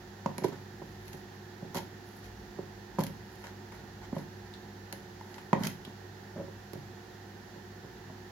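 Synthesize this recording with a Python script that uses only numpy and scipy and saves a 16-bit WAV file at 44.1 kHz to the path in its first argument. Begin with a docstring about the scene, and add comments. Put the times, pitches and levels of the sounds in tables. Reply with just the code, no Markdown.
"""A thin plastic tub with a little sand in it is lifted, turned and set down on a desk in a small room.
Its base knocks, ringing the walls and the air inside; its rim clicks and scrapes under the fingers
and the sand trickles. A few dry ticks, a scuff and later soft bumps on the desk are heard too.
The tub sits just right of centre in the stereo pair, with quick reflections and a short room tail.
Mains hum and a small fan drone steadily behind, over a faint low rumble."""
import sys
import numpy as np
from scipy import signal
from scipy.fft import rfft, irfft
from scipy.io import wavfile

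SR = 44100
rng = np.random.default_rng(int(sys.argv[2]) if len(sys.argv) > 2 else 0)


def transcribe(signal):
    """Save signal, clipped to [-1, 1], as a 16-bit WAV file at the path in sys.argv[1]."""
    frames = np.atleast_2d(signal).T
    limited = np.clip(frames, -1, 1)
    pcm = np.round(limited * 32767).astype(np.int16)
    wavfile.write(sys.argv[1], SR, pcm)


N = 366459
TIME = np.arange(N) / SR

# The tub lands, rocks and bounces; later, soft bumps sound on the desk. Hardness is the ring of the
# walls over the thump of the desk; hollowness is the boom of the air in the tub. The thump's pitch
# depends on where the blow lands; the grip damps the ring or lets it run.
# start_s, strength_db, hardness_db, hollowness_db, thump_semitones, ring_length_factor
KNOCKS = [(0.2604, -20, 1.5, -4.5, 2.5, 0.58), (0.299, -41, -15, -10, 0.5, 0.78),
          (0.383, -31, -5, -3, 3, 0.94), (0.42, -38.5, -17, 4.5, -1, 1.8),
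          (0.441, -31.5, 10, -5, -2.5, 1.8), (0.444, -26, -6, 9.5, -2, 1.26), (0.451, -36, -4, -4, -7, 0.9),
          (0.522, -41, -14, -8, 3, 0.86), (0.819, -37, -7, 3.5, -8, 0.81), (1.142, -44.5, -18, 6.5, 0, 1.4),
          (1.625, -42.5, -24, 4, -3.5, 1.4), (1.648, -47.5, -17, 10.5, -0.5, 0.9),
          (1.746, -35.5, 8, -19, 4, 1.5), (1.757, -31, -7, 3, 1.5, 0.73), (1.773, -33, -12, 3, 0, 0.68),
          (1.787, -41.5, 14, -6, 1, 2.3), (2.588, -36.5, -7, 9.5, -2, 1.45),
          (2.986, -21.5, -3, -0.5, 1.5, 1), (2.996, -24.5, -8.5, -21, -1, 0.85),
          (3.005, -34, 1, -9, 0.5, 1), (3.022, -31, -11, -4, -3, 0.84), (3.042, -39.5, -15, -1, 0.5, 0.8),
          (3.063, -41, -16, -10, 0.5, 1.4), (3.098, -49, -3, 3, -5, 1.5), (3.441, -45.5, 6, 4, -7, 1.4),
          (3.721, -51.5, 18, 1, -17, 2), (4.128, -31, -17.5, -19, 2, 0.85), (4.166, -29.5, -9, 0, 0, 1.05),
          (4.192, -40, -13, -7, 8.5, 0.85), (4.928, -41.5, -6, 4, -2, 1.7), (5.211, -47.5, 27, 6, 5, 0.84),
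          (5.381, -46.5, 16, -10, -11, 0.9), (5.53, -12.5, 1, -4, 0.5, 0.78),
          (5.539, -32.5, 1, 6, -2, 0.77), (5.552, -35, 3, 4, 2, 1), (5.567, -36, -12, -8, -0.5, 1.2),
          (5.591, -49, 5, -9, 3, 1), (5.609, -32, -20, -1, 1.5, 0.8), (5.64, -36, -20, -13, -3, 1.1),
          (5.662, -39.5, -26, 7.5, 2, 0.78), (5.679, -41, -23, -13, -1, 1),
          (5.876, -43, -14, -3, 4.5, 0.41), (6.399, -41, -14, -2, -4, 2.5), (6.437, -50, -14, 6, 2.5, 1.7),
          (6.48, -44, -3, 2, -7, 1.6), (6.733, -42.5, -10, 11, -4, 0.89), (6.752, -42.5, -24, -6, -10, 3.4),
          (7.557, -48, -5, 7, 1, 1.5), (7.844, -44.5, -13, 5, -6, 0.95), (8.097, -44, -8, 0.5, 2.5, 1.65)]
# Modes of the tub's base and thin walls: pitch_hz, gain_db, t60_s
BASE = [(500, -1, 0.025), (542.5, 7, 0.028), (635, 1.5, 0.028), (704, 0.5, 0.026)]
WALLS = [(740, 16, 0.039), (902, 9, 0.05), (892.5, 26, 0.032), (935, 24.5, 0.039), (1050, 12, 0.008),
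         (1136, 12, 0.018), (1310, 8, 0.018), (1560, 8.5, 0.012), (1850, 6, 0.034), (1940, 7, 0.018),
         (2340, -1, 0.012), (3030, -16, 0.014)]
# Resonances of the rim, midrange and top end: pitch_hz, width_hz, gain_db
RIM = [(1000, 780, -10.5), (1840, 800, 0.5), (3230, 290, -0.5), (3960, 930, -4.5), (6590, 1640, -7.5)]
RIM_TOP = [(10840, 1830, 12.6), (13100, 2300, 11.5), (14700, 2400, 4.8)]


def knocks(low_cut_hz=128, hard_blow_db=-20):
    """The walls and base answer at once; the heavier desk and the enclosed air swell a little later."""
    # Modes of the desk and of the air in the tub: pitch_hz, gain_db, t60_s
    desk = [(159, 5.5, 0.063), (186, 10.5, 0.04), (206.7, 12, 0.043), (251, 4.5, 0.036), (304, -2.5, 0.027)]
    tub_air = [(362, 3, 0.023), (427, -10.5, 0.025)]
    out = np.zeros((2, N))
    for start_s, db, hardness_db, hollowness_db, thump_semitones, ring_length in KNOCKS:
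        # modes, level_db, rise_s, left_db, shift_semitones
        parts = [(desk, db - hardness_db / 2, 0.003, -1, thump_semitones),
                 (tub_air, db + hollowness_db, 0.005, -5, 0),
                 (BASE, db + 3 + 0.2 * hollowness_db, 0.0015, -3, 0),   # shares part of the boom
                 (WALLS, db + hardness_db / 2, 0.0011, -2, 0)]
        for modes, level_db, rise_s, left_db, semitones in parts:
            tilt_db = max(level_db - hard_blow_db, 0)   # a hard blow is brighter
            ring = struck(modes, rise_s, tilt_db, semitones, ring_length)
            add(out, start_s, -from_db(level_db) * panned(left_db) * ring)
    return butter(out, 4, low_cut_hz, "high")   # so small a box radiates no deep bass


def struck(modes, rise_s, tilt_db_per_octave, semitones, ring_length, flex_sharp=0.031, flex_s=0.01):
    """One blow on a part: every mode rings with a strength of its own and sags in pitch; peak 1."""
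    t = TIME[:SR // 6]
    hz, db, t60_s = np.transpose(modes)[:, :, None]
    strength, mistune, lean, lead = rng.standard_normal((4, len(modes), 1))
    db = db + 3 * strength + tilt_db_per_octave * np.log2(hz / hz[0])
    grip = 0.021 * rng.uniform(-1.07, 1)   # the grip tightens or slackens the whole part
    hz = hz * 2 ** (semitones / 12) * (1 + 0.01 * mistune + grip)
    # a dented wall starts sharp and relaxes
    phase = 2 * np.pi * hz * (t + flex_sharp * flex_s * (1 - np.exp(-t / flex_s)))
    # each mode reaches the two microphones unevenly
    sides = np.array([1, -1])[:, None, None]
    side_db = 1.3 * sides * lean
    side_rad = 0.42 * sides * lead * hz / 1000
    envelopes = from_db(db + side_db - 60 * t / (t60_s * ring_length))
    ring = np.sum(envelopes * np.sin(phase + side_rad), axis=1) * (1 - np.exp(-t / rise_s))
    return ring / np.abs(ring).max()


def clicks(rise_s=0.00043, attack_s=0.003):
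    """Each snap is a jagged crack that crumbles away over a few milliseconds, coloured by the rim."""
    # Snaps of the rim under the fingers: start_s, strength_db, brightness_db, decay_s
    snaps = [(0.3809, -39.5, -2.5, 0.0014), (0.4365, -49, -12, .003), (0.4425, -43.5, -4, 0.0022),
             (0.462, -57, -7, .002), (0.483, -54, -3, .002), (1.08, -49.5, -5, 0.0018),
             (1.13, -48.5, -4, 0.0034), (1.7452, -43, -5, 0.0035), (1.753, -41, -6, .0015),
             (1.762, -46, -7, 0.0053), (1.768, -39.5, -7, 0.0048), (1.7773, -47, -6, .003),
             (1.7816, -42, -5, 0.0017), (2.986, -52, -14, 0.0023), (2.991, -45, -4, .003),
             (3.004, -45.5, -4, 0.0014), (3.009, -43.5, -4, 0.0023), (3.036, -39.5, -1.5, 0.0023),
             (3.0661, -43.5, -4, 0.0019), (3.469, -45.5, -21, .0012), (4.183, -52, -8, .002),
             (4.9254, -38.5, -4.5, 0.0022), (5.342, -49.5, -19, 0.0027), (5.6342, -44, -7, .002),
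             (5.635, -36, -8, 0.0021), (5.644, -44, -9, .0025), (5.649, -39, -12, 0.0029),
             (5.6522, -39, -11, .004), (5.6692, -34.5, -2, .0022), (5.673, -43, -9, 0.0017),
             (5.703, -49, -10, 0.0018), (5.849, -60, 1, .002), (6.733, -49, -2, .0014)]
    # every knock also cracks the rim, well below the ring of the walls
    cracks = [(start_s, db + hardness_db / 2 - 25, -17, 0.0015) for start_s, db, hardness_db, *_ in KNOCKS]
    out, t = np.zeros((2, N)), TIME[:SR // 20]
    for start_s, db, brightness_db, decay_s in snaps + cracks:
        burst = rng.laplace(size=(2, len(t))) * (1 - np.exp(-t / rise_s)) * np.exp(-t / decay_s)
        for resonances, band_db in ((RIM, 1), (RIM_TOP, 2 + brightness_db)):
            ring = resonate(burst, resonances)
            attack_rms = np.sqrt(np.mean(ring[:, t < attack_s] ** 2))
            add(out, start_s, from_db(db + band_db) * panned(-2) * ring / attack_rms)
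    return out


def ticks():
    """Small, dry ticks, a few of them thin and pitched."""
    # Brief bursts of band noise: start_s, pitch_hz, width_hz, level_db, decay_s
    small_ticks = [(3.440, 1400, 1280, -44, 0.0076), (3.721, 1500, 1300, -47, .005),
                   (4.538, 3660, 500, -47.5, 0.01), (5.382, 1650, 700, -46, 0.0086),
                   (5.85, 3220, 503, -41.5, 0.0052)]
    out, t = np.zeros((2, N)), TIME[:SR // 20]
    for start_s, hz, width_hz, db, decay_s in small_ticks:
        ring = rms_one(resonate(rng.standard_normal((2, len(t))), [(hz, width_hz, 0)]))
        add(out, start_s, from_db(db) * panned(-2) * ring * np.exp(-t / decay_s))
    return out


def scrapes():
    """Plastic rubs on plastic, skin or desk and makes the walls ring."""
    # Rubbing strokes: middle_s, half_length_s, level_db, brightness_db
    strokes = [(0.447, 0.0094, -47.5, -12), (0.51, 0.081, -59.5, -15), (1.768, 0.031, -50.5, -5),
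               (3.004, 0.018, -53, -9), (3.462, 0.04, -59, -10), (3.745, 0.027, -64, -6),
               (3.8, 0.028, -65, -12), (4.04, 0.022, -57.5, -24), (4.19, 0.045, -62, -5),
               (5.338, 0.12, -67, -3), (5.656, 0.062, -54, -6)]
    return friction(strokes, wall_db=5, slips_per_s=4500)


def sand():
    """Sand trickles over the base, too light to stir the walls much."""
    # Runs of grains: middle_s, half_length_s, level_db, brightness_db
    trickles = [(0.91, 0.076, -77, 6), (1.11, 0.093, -65, 0.5), (2.1, 0.046, -74, 6), (2.18, .03, -76, 8),
                (2.255, .02, -59, -7), (3.37, 0.097, -70.5, -0.5)]
    return friction(trickles, wall_db=-19, slips_per_s=900)


def friction(strokes, wall_db, slips_per_s, mode_width_hz=130):
    """Dense tiny slips come in uneven clumps and excite the rim, the walls and the base."""
    sizes = from_db(2.5 * np.minimum(rng.exponential(1, N), 4))
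    slips = rms_one((rng.random(N) < slips_per_s / SR) * sizes * rng.standard_normal((2, N)))
    clumps = rms_one(from_db(2.5 * drift(rate_hz=40)))
    # rubbing stirs the modes more evenly than a blow
    rubbed_modes = [(hz, mode_width_hz, 0.71 * db) for hz, db, _ in BASE + WALLS]
    body = rms_one(resonate(slips.sum(axis=0), rubbed_modes))
    rub = rms_one(resonate(slips, RIM)) + from_db(wall_db) * body
    top = rms_one(resonate(slips, RIM_TOP))
    out = 0
    for middle_s, half_length_s, db, brightness_db in strokes:
        motion = np.exp(-np.abs((TIME - middle_s) / half_length_s) ** 3)
        out = out + from_db(db) * motion * (rub + from_db(brightness_db) * top)
    return panned(-2) * clumps * out


def scuff(start_s=6.357, level_db=-38.5, attack_s=0.012, hold_s=0.045, release_s=0.025, sag_db_per_s=104):
    """Something soft drags across the desk and makes it groan, sinking a little in pitch as it slows."""
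    # Resonances of the rubbed desk: pitch_hz, width_hz, gain_db
    desk_ring = [(168, 30, -6.5), (358, 42, -8), (590, 36, -6), (1110, 1200, -26)]
    held_s = TIME - start_s - attack_s
    contact = np.clip(1 + held_s / attack_s, 0, 1) * np.clip(1 - (held_s - hold_s) / release_s, 0, 1)
    pressure = contact * from_db(level_db - sag_db_per_s * np.maximum(held_s, 0))
    drag = butter(rng.standard_normal(N), 2, 1200, "low")
    speed = 1 - 0.7 * np.clip(held_s, 0, hold_s + release_s)
    groan = np.interp(np.cumsum(speed) / SR, TIME, rms_one(resonate(drag, desk_ring)))
    return panned(-2) * pressure * groan


def with_reflections(direct):
    """The direct sound, with nearby surfaces repeating every contact within a few milliseconds."""
    # Bounces off the desk and the wall behind: delay_s, gain_db
    reflections = [(.0019, -31), (.0048, -15.5)]
    out = direct.copy()
    for delay_s, db in reflections:
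        add(out, delay_s, from_db(db) * direct)
    return out


def room_tail(direct, first_echo_s=0.0002, build_s=0.00017):
    """The small room's diffuse echoes build up almost at once and linger longest in the bass."""
    # Reverberation of the room: band_hz, gain_db, t60_s
    reverberation = [(131, -2.5, 0.66), (251, -3, 0.36), (500, -5, 0.24), (1000, -10, 0.37),
                     (2020, -3, 0.23), (3500, -5, 0.32), (8000, -6.5, 0.2), (15000, -6, 0.3)]
    t, response = TIME[:SR * 3 // 4], 0
    swell = 1 - np.exp(-np.maximum(t - first_echo_s, 0) / build_s)
    for hz, noise in diffuse_bands(len(t)):
        fade = swell * from_db(-60 * t / at_hz(reverberation, hz, column=2))
        response = response + from_db(at_hz(reverberation, hz)) * noise * fade / np.linalg.norm(fade)
    return signal.fftconvolve(direct, response, axes=1)[:, :N]


def hum(waver_db=0.8, wander_rad=0.15, drift_hz=1.2):
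    """Mains and fan tones waver slightly in strength and pitch; close pairs beat."""
    # Steady tones behind the tub: pitch_hz, rms_db, left_db
    tones = [(59, -68, 0), (97.6, -63, 0), (100, -54.5, 0), (146, -66, 0), (184, -70, 0), (200, -58, 0),
             (207, -68, 0), (248.4, -70, -2), (357.7, -58.5, -3), (373.9, -61.5, -5), (416, -74, -4),
             (441, -73, -4), (457.6, -68.5, -6), (558, -74, -4), (715.5, -67, -3), (766.5, -75, -7),
             (817.7, -71, -7), (915, -74.5, -5), (1788, -72.5, -4)]
    out = 0
    for hz, db, left_db in tones:
        phase = 2 * np.pi * (hz * TIME + rng.random()) + wander_rad * drift(wander_rate := drift_hz)
        amplitude = np.sqrt(2) * from_db(db + waver_db * drift(drift_hz))
        out = out + panned(left_db) * amplitude * np.sin(phase)
    return out


def fan_rush(trim_db=-1.5):
    """The even rush of the fan, a little to the right."""
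    # Spectrum of the fan and room, and of the hiss above it, ahead of the trim: band_hz, density_db
    rush = [(25, -103), (38, -84), (52, -94), (80, -89), (110, -78), (200, -76.5), (280, -81.5),
            (350, -78.5), (480, -86), (660, -89), (810, -82), (950, -85), (1130, -91), (1850, -84.5),
            (2200, -95.5)]
    hiss = [(3600, -96), (4400, -95), (6800, -99), (8300, -113), (11500, -111), (16000, -115)]
    # Balance between the microphones: band_hz, left_db
    balance = [(60, 9), (110, 0), (200, -0.5), (380, -6.5), (700, -5), (1290, -5.5), (2380, -6), (4400, -5),
               (8120, 0), (15000, -21.5)]
    spectrum = rfft(sum(band for _, band in diffuse_bands(N)))
    hz = np.maximum(np.fft.rfftfreq(N, 1 / SR), 1)
    level_db = trim_db + at_hz(rush + hiss, hz) + at_hz(balance, hz) * [[0.5], [-0.5]]
    return irfft(spectrum * from_db(level_db), N) * np.sqrt(SR / 2)


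def rumble(band_hz=(45, 68), trim_db=-1):
    """A faint low rumble that comes and goes."""
    # Rise and fall of the rumble, ahead of the trim: time_s, level_db
    swells = [(0.0, -54), (0.42, -71), (0.46, -58), (0.62, -82), (0.81, -57), (1.09, -55), (1.41, -75),
              (1.83, -60), (1.92, -72), (2.38, -55.5), (3.61, -63), (4.04, -55), (4.32, -62), (6.33, -72),
              (6.45, -63), (7.44, -80), (7.79, -62), (8.3, -69)]
    noise = rms_one(butter(rng.standard_normal(N), 2, band_hz, "band"))
    return from_db(trim_db + np.interp(TIME, *np.transpose(swells))) * noise


def diffuse_bands(size):
    """Third-octave bands of noise, each with its own likeness between left and right."""
    # How alike the two microphones hear the room: band_hz, correlation
    likeness = [(60, 0.029), (130, 1), (290, 0.79), (640, 0.27), (1410, 0.12), (3100, 0.21), (6820, -0.076),
                (15000, 1)]
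    edges_hz = 22 * 2 ** (np.arange(30) / 3)
    white = rng.standard_normal((2, 2, size))
    for k, (low_hz, high_hz) in enumerate(zip(edges_hz, edges_hz[1:])):
        mid, side = butter(white[k % 2], 3, [low_hz, high_hz], "band")
        hz = np.sqrt(low_hz * high_hz)
        alike = np.clip(at_hz(likeness, hz), 0, 0.995)
        yield hz, np.sqrt((1 + alike) / 2) * mid + np.sqrt((1 - alike) / 2) * side * [[1], [-1]]


def resonate(x, resonances):
    """Parallel resonances of alternating sign."""
    out = 0
    for k, (hz, width_hz, db) in enumerate(resonances):
        r = np.exp(-np.pi * width_hz / SR)
        ring = signal.lfilter([1, 0, -1], [1, -2 * r * np.cos(2 * np.pi * hz / SR), r * r], x + 1e-18)
        out = out + (-1) ** k * from_db(db) * (1 - r * r) / 2 * ring
    return out


def drift(rate_hz, step=40, settle=2000):
    """A slow random wander of spread 1."""
    r = np.exp(-2 * np.pi * rate_hz * step / SR)
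    slow = signal.lfilter([1], [1, -2 * r, r * r], rng.standard_normal(N // step + settle + 2))[settle:]
    return np.interp(np.arange(N) / step, np.arange(len(slow)), rms_one(slow))


def butter(x, order, hz, kind):
    return signal.sosfilt(signal.butter(order, hz, kind, fs=SR, output="sos"), x + 1e-18)


def from_db(db):
    return 10 ** (np.asarray(db) / 20)


def rms_one(x):
    return x / np.sqrt(np.mean(x ** 2) + 1e-20)


def at_hz(table, hz, column=1):
    """Reads one column of a table on a log-frequency axis."""
    table = np.array(table)
    return np.interp(np.log(hz), np.log(table[:, 0]), table[:, column])


def panned(left_db):
    """Stereo gains that put the left channel left_db above the right."""
    return from_db(np.array([[left_db], [-left_db]]) / 2)


def add(track, start_s, sound):
    """Mixes a sound in at a given time."""
    start = max(round(start_s * SR), 0)
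    track[..., start:start + sound.shape[-1]] += sound[..., :N - start]


def scene():
    """The handled tub, heard directly and through the room, over the steady background."""
    direct = scrapes() + sand() + knocks() + clicks() + ticks() + scuff()
    return with_reflections(direct) + room_tail(direct) + hum() + fan_rush() + rumble()


def record(dry):
    """The top is cut steeply above 16 kHz."""
    return signal.sosfilt(signal.ellip(10, 0.2, 70, 16000, fs=SR, output="sos"), dry)


dry = scene()
out = record(dry)
transcribe(out)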